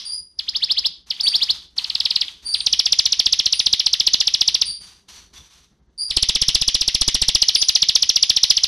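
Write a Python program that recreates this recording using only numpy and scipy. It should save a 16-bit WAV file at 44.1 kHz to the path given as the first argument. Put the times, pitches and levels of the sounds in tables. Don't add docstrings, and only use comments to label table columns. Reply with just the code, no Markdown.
import sys
import numpy as np
from scipy import signal
from scipy.fft import rfft, irfft, next_fast_len
from scipy.io import wavfile
from scipy.ndimage import uniform_filter1d

SR = 44100
rng = np.random.default_rng(int(sys.argv[2]) if len(sys.argv) > 2 else 0)


def boost(x):
    u = np.asarray(x, float) / 20
    return 10 ** u


def output_pcm(signal):
    pcm = np.clip(np.atleast_2d(signal).T, -1, 1) * 32767
    wavfile.write(sys.argv[1], SR, np.round(pcm).astype(np.int16))


N = 382347
LEAD = 4410

# t/s when passing 4500 Hz, level/dB
TRILL_UP = [(2.6687, -7), (2.7326, -6.5), (2.7973, -6.5), (2.8631, -7), (2.9281, -5.5), (2.994, -6),
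            (3.0605, -6.5), (3.1282, -5.5), (3.1992, -6.5), (3.2644, -7), (3.3316, -6.5), (3.3963, -7.5),
            (3.4634, -7.5), (3.531, -6.5), (3.5997, -7.5), (3.6664, -7.5), (3.7338, -7), (3.8007, -7.5),
            (3.8669, -7.5), (3.937, -6.5), (4.0043, -6.5), (4.0729, -7), (4.1409, -6.5), (4.209, -5.5),
            (4.277, -6.5), (4.3449, -7), (4.4148, -5.5), (4.4834, -5), (4.5504, -7.5), (4.62, -7)]
# t/s when passing 4500 Hz, level/dB
TRILL_DOWN = [(6.2303, -8), (6.293, -7.5), (6.3566, -8), (6.4213, -7.5), (6.488, -7.5), (6.5529, -7.5),
              (6.62, -7.5), (6.6844, -7.5), (6.7504, -6.5), (6.8159, -7.5), (6.8833, -6), (6.9514, -7.5),
              (7.0169, -8.5), (7.0833, -8), (7.1507, -8), (7.2221, -8), (7.2884, -7)]
# t/s when passing 4500 Hz, level/dB
TRILL_END = [(7.3546, -6), (7.4242, -4.5), (7.4902, -5), (7.5558, -5.5), (7.624, -5), (7.692, -4.5),
             (7.7586, -4.5), (7.826, -5.5), (7.8923, -4.5), (7.9598, -4.5), (8.0294, -5), (8.098, -5),
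             (8.1653, -4.5), (8.2322, -4.8), (8.3018, -5), (8.3699, -5), (8.4381, -4.5), (8.5079, -4),
             (8.5743, -5.5), (8.6412, -6)]
# t/s, microphone bend level/dB
POSE = [(0, -18.5), (1, -21.5), (2, -19), (3.5, -18), (4.7, -19.5), (6.07, -16), (6.1, 0), (6.5, -3),
        (6.9, -4), (7.05, 1.5), (7.25, 2.5), (7.37, -8), (7.5, -17.5), (8.7, -14)]


def in_time(rows):
    s, *columns = np.transpose(rows)
    return [np.interp(np.arange(N) / SR, s, column) for column in columns]


def band(x, low_hz, high_hz, order=3):
    return signal.sosfilt(signal.butter(order, [low_hz, high_hz], "band", fs=SR, output="sos"), x)


def coloured(spectrum, low_hz, high_hz):
    size = next_fast_len(N)
    hz = np.arange(1, size // 2 + 2) * SR / size
    points = np.array(spectrum)
    gain = boost(np.interp(np.log(hz), np.log(points[:, 0]), points[:, 1], right=-90))
    noise = irfft(rfft(rng.standard_normal(size)) * gain, size)[:N]
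    return noise / np.std(band(noise, low_hz, high_hz))


def wobble(rate_hz, size):
    low_pass = signal.butter(2, rate_hz, fs=SR, output="sos")
    slow = signal.sosfilt(low_pass, rng.standard_normal(size + 2000))[2000:]
    return slow / np.std(slow)


def add(out, s, sound):
    i = round(s * SR) + LEAD
    out[i:i + len(sound)] += sound[:len(out) - i]


def warbler():
    # t/s when passing 4500 Hz, level/dB, speed, top f/Hz,
    # brightness level/dB
    openers = [(-.026, -12, 0.78, 6050, 6), (0.393, -13.5, 1, 5600, -2), (1.1082, -11.5, 0.89, 5570, -1),
               (1.7835, -10.5, .85, 5700, -5.5), (1.8451, -14.5, 1.36, 5580, -2),
               (1.901, -12, 1.35, 5500, -3.5), (1.9536, -10, 1.46, 5620, 0.5),
               (2.0048, -9.5, 1.3, 5700, -1), (2.0566, -8, 1.15, 5640, 0.7), (2.109, -8.5, 1.1, 5560, -1),
               (2.161, -7.5, 1.17, 5720, -2), (2.2151, -7.5, 0.98, 5740, -3),
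               (2.5438, -10, 0.83, 5500, -0.2), (2.6056, -12.5, 1.47, 5250, -1.5),
               (6.1073, -12, 1.02, 5760, -2.8), (6.1702, -6.5, 1.26, 5980, -2.5)]
    # t/s, level/dB at 3400 Hz
    swallowed = [
        (1.163, -29),
        (2.2795, -21),
    ]
    # speed, top f/Hz, level/dB at 4300 Hz under the top part,
    # level/dB at 3400 Hz
    voices = [
        (1.14, 6256, 0.7, -10.5),
        (1.12, 6270, -1, -11.5),
        (1.11, 6340, -0.2, -10),
    ]
    # t/s when passing 4500 Hz, level/dB, speed, brightness level/dB
    rising_notes = [(0.491, -15.5, 2.1, -0.5), (.5631, -13, 1.47, -2), (.64, -11, 1.2, -6),
                    (0.7154, -10, 1.17, -5.5), (0.7874, -10.5, 1.27, -6.5), (0.862, -10.5, 1.38, -3.5),
                    (1.2076, -15.5, 2.14, 2.5), (1.2816, -9.5, 1.3, -6), (1.3571, -8.5, 1.14, -5),
                    (1.4311, -9, 1.22, -6.5), (1.5073, -9, 1.34, -7.5)]
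    # t/ms from the 4500 Hz crossing, f/Hz
    fall_shape = [(-12, 7400), (-9.5, 6700), (-4.5, 5600), (0.5, 4500), (5, 3300), (10, 2600), (17.5, 2000),
                  (27, 1300)]
    # t/ms from the 4500 Hz crossing, f/Hz
    rise_shape = [(-62, 1440), (-50, 1650), (-39, 2000), (-30, 2400), (-21, 3000), (-10, 3600), (0, 4500),
                  (14, 5600), (15.5, 6000)]

    out = np.zeros(N + LEAD)
    falls = [(s, speed, top_hz, db + bright_db, db, db - 4.5) for s, db, speed, top_hz, bright_db in openers]
    falls += [(s, 1.4, 4500, db - 33, db - 16.5, db) for s, db in swallowed]
    up_s, down_s = TRILL_UP[0][0], TRILL_DOWN[0][0]
    trills = (TRILL_UP, TRILL_DOWN, TRILL_END)
    for notes, voice, start_s in zip(trills, voices, (up_s, down_s, down_s)):
        falls += list(trill(notes, np.array(voice), start_s))
    glides(out, falls, fall_shape, edge_hz=956, depth=1.031)
    rises = [(s, speed, 5516, db + bright_db + 2, db + 0.45, db - 5) for s, db, speed, bright_db in rising_notes]
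    glides(out, rises, rise_shape, edge_hz=300, depth=1.09)
    return out


def trill(notes, voice, start_s):
    # speed, top f/Hz, middle level/dB, low level/dB
    scatter = (.04, 80, 1.2, .7)
    fresh_speed, fresh_s = 0.088, 0.3
    s, db = np.transpose(notes)
    varied = voice + np.array(scatter) * rng.standard_normal((len(s), 4))
    speed, top_hz, mid_db, base_db = varied.T
    speed = speed + fresh_speed * np.exp((start_s - s) / fresh_s)
    return np.transpose([s, speed, top_hz, db + 0.64, db + mid_db - 0.8, base_db])


def glides(out, notes, shape, edge_hz, depth):
    # f/Hz, level/dB under that at 3400 Hz
    throat = [(1400, -59), (1800, -31.5), (2400, -20.5), (2700, -13), (3000, -7.5), (3400, 2)]
    ms, pitch = np.transpose(shape)
    low_hz, low_db = np.transpose(throat)
    for s, speed, top_hz, high_db, mid_db, base_db in notes:
        hz = np.interp(np.arange(ms[0], ms[-1], 1000 * speed / SR), ms, pitch)
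        hz = uniform_filter1d(hz, size=90, mode="nearest")
        throat_db = depth * turned(s) * low_db + base_db
        db = np.interp(hz, [*low_hz, 4300, 5200], [*throat_db, mid_db, high_db])
        db = uniform_filter1d(db, size=40, mode="nearest")
        db -= 14 * np.maximum(1 + (hz - top_hz) / edge_hz, 0) ** 2
        unsteady_db = 1.52 + 2.2 * np.clip((3000 - hz) / 800, 0, 1)
        db += unsteady_db * wobble(320, len(hz))
        add(out, s + ms[0] / speed / 1000, boost(db) * np.sin(2 * np.pi * np.cumsum(hz) / SR))


def turned(s):
    times, bend_db = np.transpose(POSE)
    return 1 - 0.0093 * max(np.interp(s, times, bend_db) + 18, 0)


def neighbour():
    # t/s, length/s, start f/Hz, end f/Hz, level/dB
    cheeps = [(0.05, 0.13, 4755, 4810, -23.5), (1.231, 0.048, 4595, 4620, -16),
              (2.446, 0.12, 4560, 4765, -24.5), (2.576, 0.051, 4640, 4440, -37),
              (3.523, 0.067, 4700, 4767, -26), (4.655, 0.078, 4587, 4720, -23.5),
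              (5.978, 0.0845, 4664, 4780, -21), (7.54, 0.078, 4540, 4880, -20.5)]
    # t/s, length/s, f/Hz,
    # level/dB
    whistles = [
        (1.295, .055, 4640, -28),
        (2.3, .2, 420, -69),
        (3.996, .55, 370, -61),
        (4.996, 0.29, 400, -65),
        (5.092, .14, 5950, -52.5),
        (5.12, .1, 4400, -52),
        (5.346, 0.071, 5950, -48),
        (5.352, .07, 3500, -51),
        (5.61, .05, 5930, -62),
    ]
    out = np.zeros(N + LEAD)
    near = [(*row, -31.5 + 0.26 * (row[-1] + 22)) for row in cheeps]
    far = [(s, length, hz, hz, db, db - 27) for s, length, hz, db in whistles]
    for s, length, start_hz, end_hz, db, octave_db in near + far:
        u = np.linspace(0, 1, round(length * SR))
        hz = start_hz + (end_hz - start_hz) * np.sqrt(u)
        hz = hz * (1 + 0.016 * wobble(120, len(u)))
        phase = 2 * np.pi * np.cumsum(hz) / SR
        swell = np.sin(np.pi * u ** 0.67) ** 0.47 * boost(3.36 * wobble(90, len(u)))
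        octave = boost(octave_db) * np.sin(2 * phase + 0.4 * wobble(200, len(u)))
        add(out, s, swell * (boost(db) * np.sin(phase) + octave))
    return out


def yard(x, t60, first_s, early_db, early_t60):
    t = np.arange(round(0.8 * SR)) / SR
    fading = boost(-60 * t / t60) + boost(early_db - 60 * t / early_t60)
    echo = rng.standard_normal(len(t)) * fading
    echo = np.r_[np.zeros(round(first_s * SR)), echo / np.sqrt(np.sum(echo ** 2))]
    return signal.fftconvolve(x, echo)[LEAD:N + LEAD]


def surroundings(gate_db):
    # f/Hz, level/dB per Hz
    rustle_spectrum = [(350, -26), (600, -15), (950, -4.5), (1600, -6.5), (2500, -5), (3500, 0.5),
                       (4400, -0.5), (5200, -4.5), (6000, 1), (7200, -11), (9500, -13), (13000, -19)]
    # f/Hz, level/dB per Hz
    rumble_spectrum = [(15, -16.5), (30, -10.5), (62, 3), (110, -14.5), (170, -8.5), (260, -16),
                       (370, -15.5), (550, -24.5), (1000, -28.5), (2200, -35)]
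    rustle = boost(gate_db + 1.4 * wobble(25, N)) * coloured(rustle_spectrum, 750, 2530)
    rumble_db = -58.5 + 0.2 * (gate_db + 57.0) + 3.0 * wobble(10, N)
    return rustle + boost(rumble_db) * coloured(rumble_spectrum, 40, 400)


def gate():
    # t/s of opening, t/s held until, level/dB of the surroundings let through
    openings = [(0, 0.017, -58.5), (0.041, 0.097, -58.5), (0.382, 0.887, -60.5), (1.064, 1.2, -58),
                (1.203, 1.553, -52), (1.761, 1.873, -49), (1.87, 2.299, -53.5), (2.425, 2.466, -58),
                (2.47, 4.68, -57), (4.808, 4.912, -57), (5.082, 5.17, -53), (5.332, 5.42, -56),
                (5.504, 5.58, -61), (5.6, 5.63, -65), (5.7, 5.78, -83), (5.987, 6.04, -69),
                (6.086, 8.7, -58)]
    close_db_per_s = 146.5
    t, db = np.arange(N) / SR, np.full(N, -86.)
    for start, hold, open_db in openings:
        closing_db = open_db - close_db_per_s * np.maximum(t - hold, 0)
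        db = np.maximum(db, np.where(t < start, -99, closing_db))
    return uniform_filter1d(db, size=500, mode="nearest")


def scene():
    song, far, gate_db = warbler(), neighbour(), gate()
    closing = boost(0.5 * np.minimum(gate_db + 71.5, 0))

    spread = song + 0.73 * band(song, 1500, 4040, order=2) + boost(-10) * band(song ** 2, 9800, 10500)
    sway = 2 * np.pi * 1.5 * np.arange(N + LEAD) / SR
    echo = sum(yard(spread * side, t60=0.41, first_s=0.0035, early_db=1, early_t60=0.071)
               for side in (np.cos(sway), np.sin(sway)))
    echo_db = -10.5 + 0.17 * (in_time(POSE)[0] + 20)
    echo = boost(echo_db) * echo

    far_echo = yard(far, t60=0.46, first_s=0.003, early_db=2.5, early_t60=0.045)
    distant = boost(-5.5) * far[LEAD:] + boost(-0.5) * closing ** 1.3 * far_echo
    return np.tile(song[LEAD:] + closing * echo + distant + surroundings(gate_db), (2, 1))


def grit(x):
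    # f/Hz, level/dB per Hz
    grit_spectrum = [(60, -11), (300, -2.5), (500, -8.5), (900, -1.5), (1500, -7.5), (3000, -7.5),
                     (7500, -5.5), (11000, -9.5), (13200, -5)]
    power = np.abs(uniform_filter1d(uniform_filter1d(x ** 2, size=260), size=160))
    power = np.roll(power, 130)
    return boost(-18.5) * power ** 0.75 * coloured(grit_spectrum, 200, 15000)


def dropouts(x):
    f, _, z = signal.stft(x, SR, nperseg=1024)
    power = np.abs(z[0]) ** 2
    loud = power.sum(axis=0)
    edges = np.searchsorted(f, [6700, 7500, 8400, 9300, 10400, 11500, 12400, 13300])
    for low, high in zip(edges, edges[1:]):
        limit_db = -39.5 + 5.5 * rng.standard_normal(len(loud))
        limit = loud * boost(2 * limit_db)
        z[:, low:high] *= np.where(power[low:high].sum(axis=0) < limit, boost(-21.5), 1)
    return signal.istft(z, SR, nperseg=1024)[1][:, :N]


def swap_noise(x):
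    # start t/s, length/s, level/dB of the channel difference under their sum
    strong = [(0.399, .064, -3), (0.566, 0.022, -1.7), (.762, .225, -4.5), (1.411, .162, -8),
              (2.16, 0.042, -5), (2.246, 0.034, -4), (2.929, .051, -5), (2.999, .027, -1),
              (3.067, .046, -4), (3.599, .052, -7.5), (4.135, .026, -4.5), (4.204, 0.026, -2),
              (6.128, .028, -3), (.49, 0.028, -2), (6.549, .12, -9), (6.703, 0.025, -5.4),
              (6.778, 0.027, -6), (7.014, .026, -4), (7.08, .03, -1), (7.359, .033, -9),
              (7.436, 0.042, -4.5), (7.604, 0.036, -.9), (7.685, .046, -4), (7.763, 0.021, -4),
              (7.833, 0.028, -4), (8.494, .028, -4), (8.058, 0.025, -7), (8.105, .046, -9),
              (8.173, 0.043, -7), (8.239, .048, -4)]
    out = x.copy()
    notes = np.array(TRILL_UP + TRILL_DOWN + TRILL_END)[:, 0]
    luck = rng.random((len(notes), 2))
    weak = [(s, 0.035, -12.5 + 8 * (b - 0.5)) for s, (a, b) in zip(notes, luck) if a < 0.5]
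    swaps = weak + list(strong)
    for low_hz, high_hz in [(4000, 4700), (4700, 5500), (5500, 6550), (9200, 10000), (11800, 13000)]:
        share = np.zeros(N)
        for (start, length, side_db), chance in zip(swaps, rng.random(len(swaps))):
            if low_hz > 6800 and chance < 0.5:
                continue
            ratio = boost(2 * side_db)
            share[round(start * SR):round((start + length) * SR)] = min(2 * ratio / (1 + ratio), 1)
        share = np.abs(uniform_filter1d(share, size=200))
        sos = signal.butter(3, [low_hz, high_hz], "band", fs=SR, output="sos")
        part = signal.sosfiltfilt(sos, x[0])
        envelope = np.sqrt(np.abs(uniform_filter1d(part ** 2, size=350)))
        noise = signal.sosfiltfilt(sos, rng.standard_normal((2, N)))
        noise = np.sqrt(share) * envelope * noise / np.std(noise)
        out += (np.sqrt(np.abs(1 - share)) - 1) * part
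        out += band(noise, 0.71 * low_hz, 1.1 * high_hz)
    return out


def microphone(dry):
    bend_db, = in_time(POSE)
    facing = np.clip((bend_db + 19.5) / 9, 0, 1)
    push = facing * dry + (1 - facing) * 1.23 * band(dry, 2200, 4630, order=2)
    low_pass = signal.butter(2, 1800, fs=SR, output="sos")
    bump = signal.sosfilt(low_pass, np.roll(push, 70, axis=1) ** 2)
    octave = boost(2.5) * band(dry ** 2, 5500, 10300)
    loudness = np.abs(uniform_filter1d(dry[0] ** 2, size=130)) ** 0.5
    strained = np.clip(loudness / 0.074, 0.25, 1)
    cube = -0.1 * dry ** 3 + 0.12 * band(dry ** 3, 8000, 13000)
    return dry + boost(bend_db) * strained * (bump + octave) + cube


def top_cut(x):
    return signal.sosfilt(signal.butter(12, 13180, fs=SR, output="sos"), x)


def record(dry):
    bent = microphone(dry)
    rough = swap_noise(dropouts(bent + grit(dry[0])))
    limited = signal.sosfilt(signal.cheby2(16, 45, 13400, fs=SR, output="sos"), rough)
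    return top_cut(np.clip(limited, -0.97, 0.97))


dry = scene()
out = record(dry)
output_pcm(out)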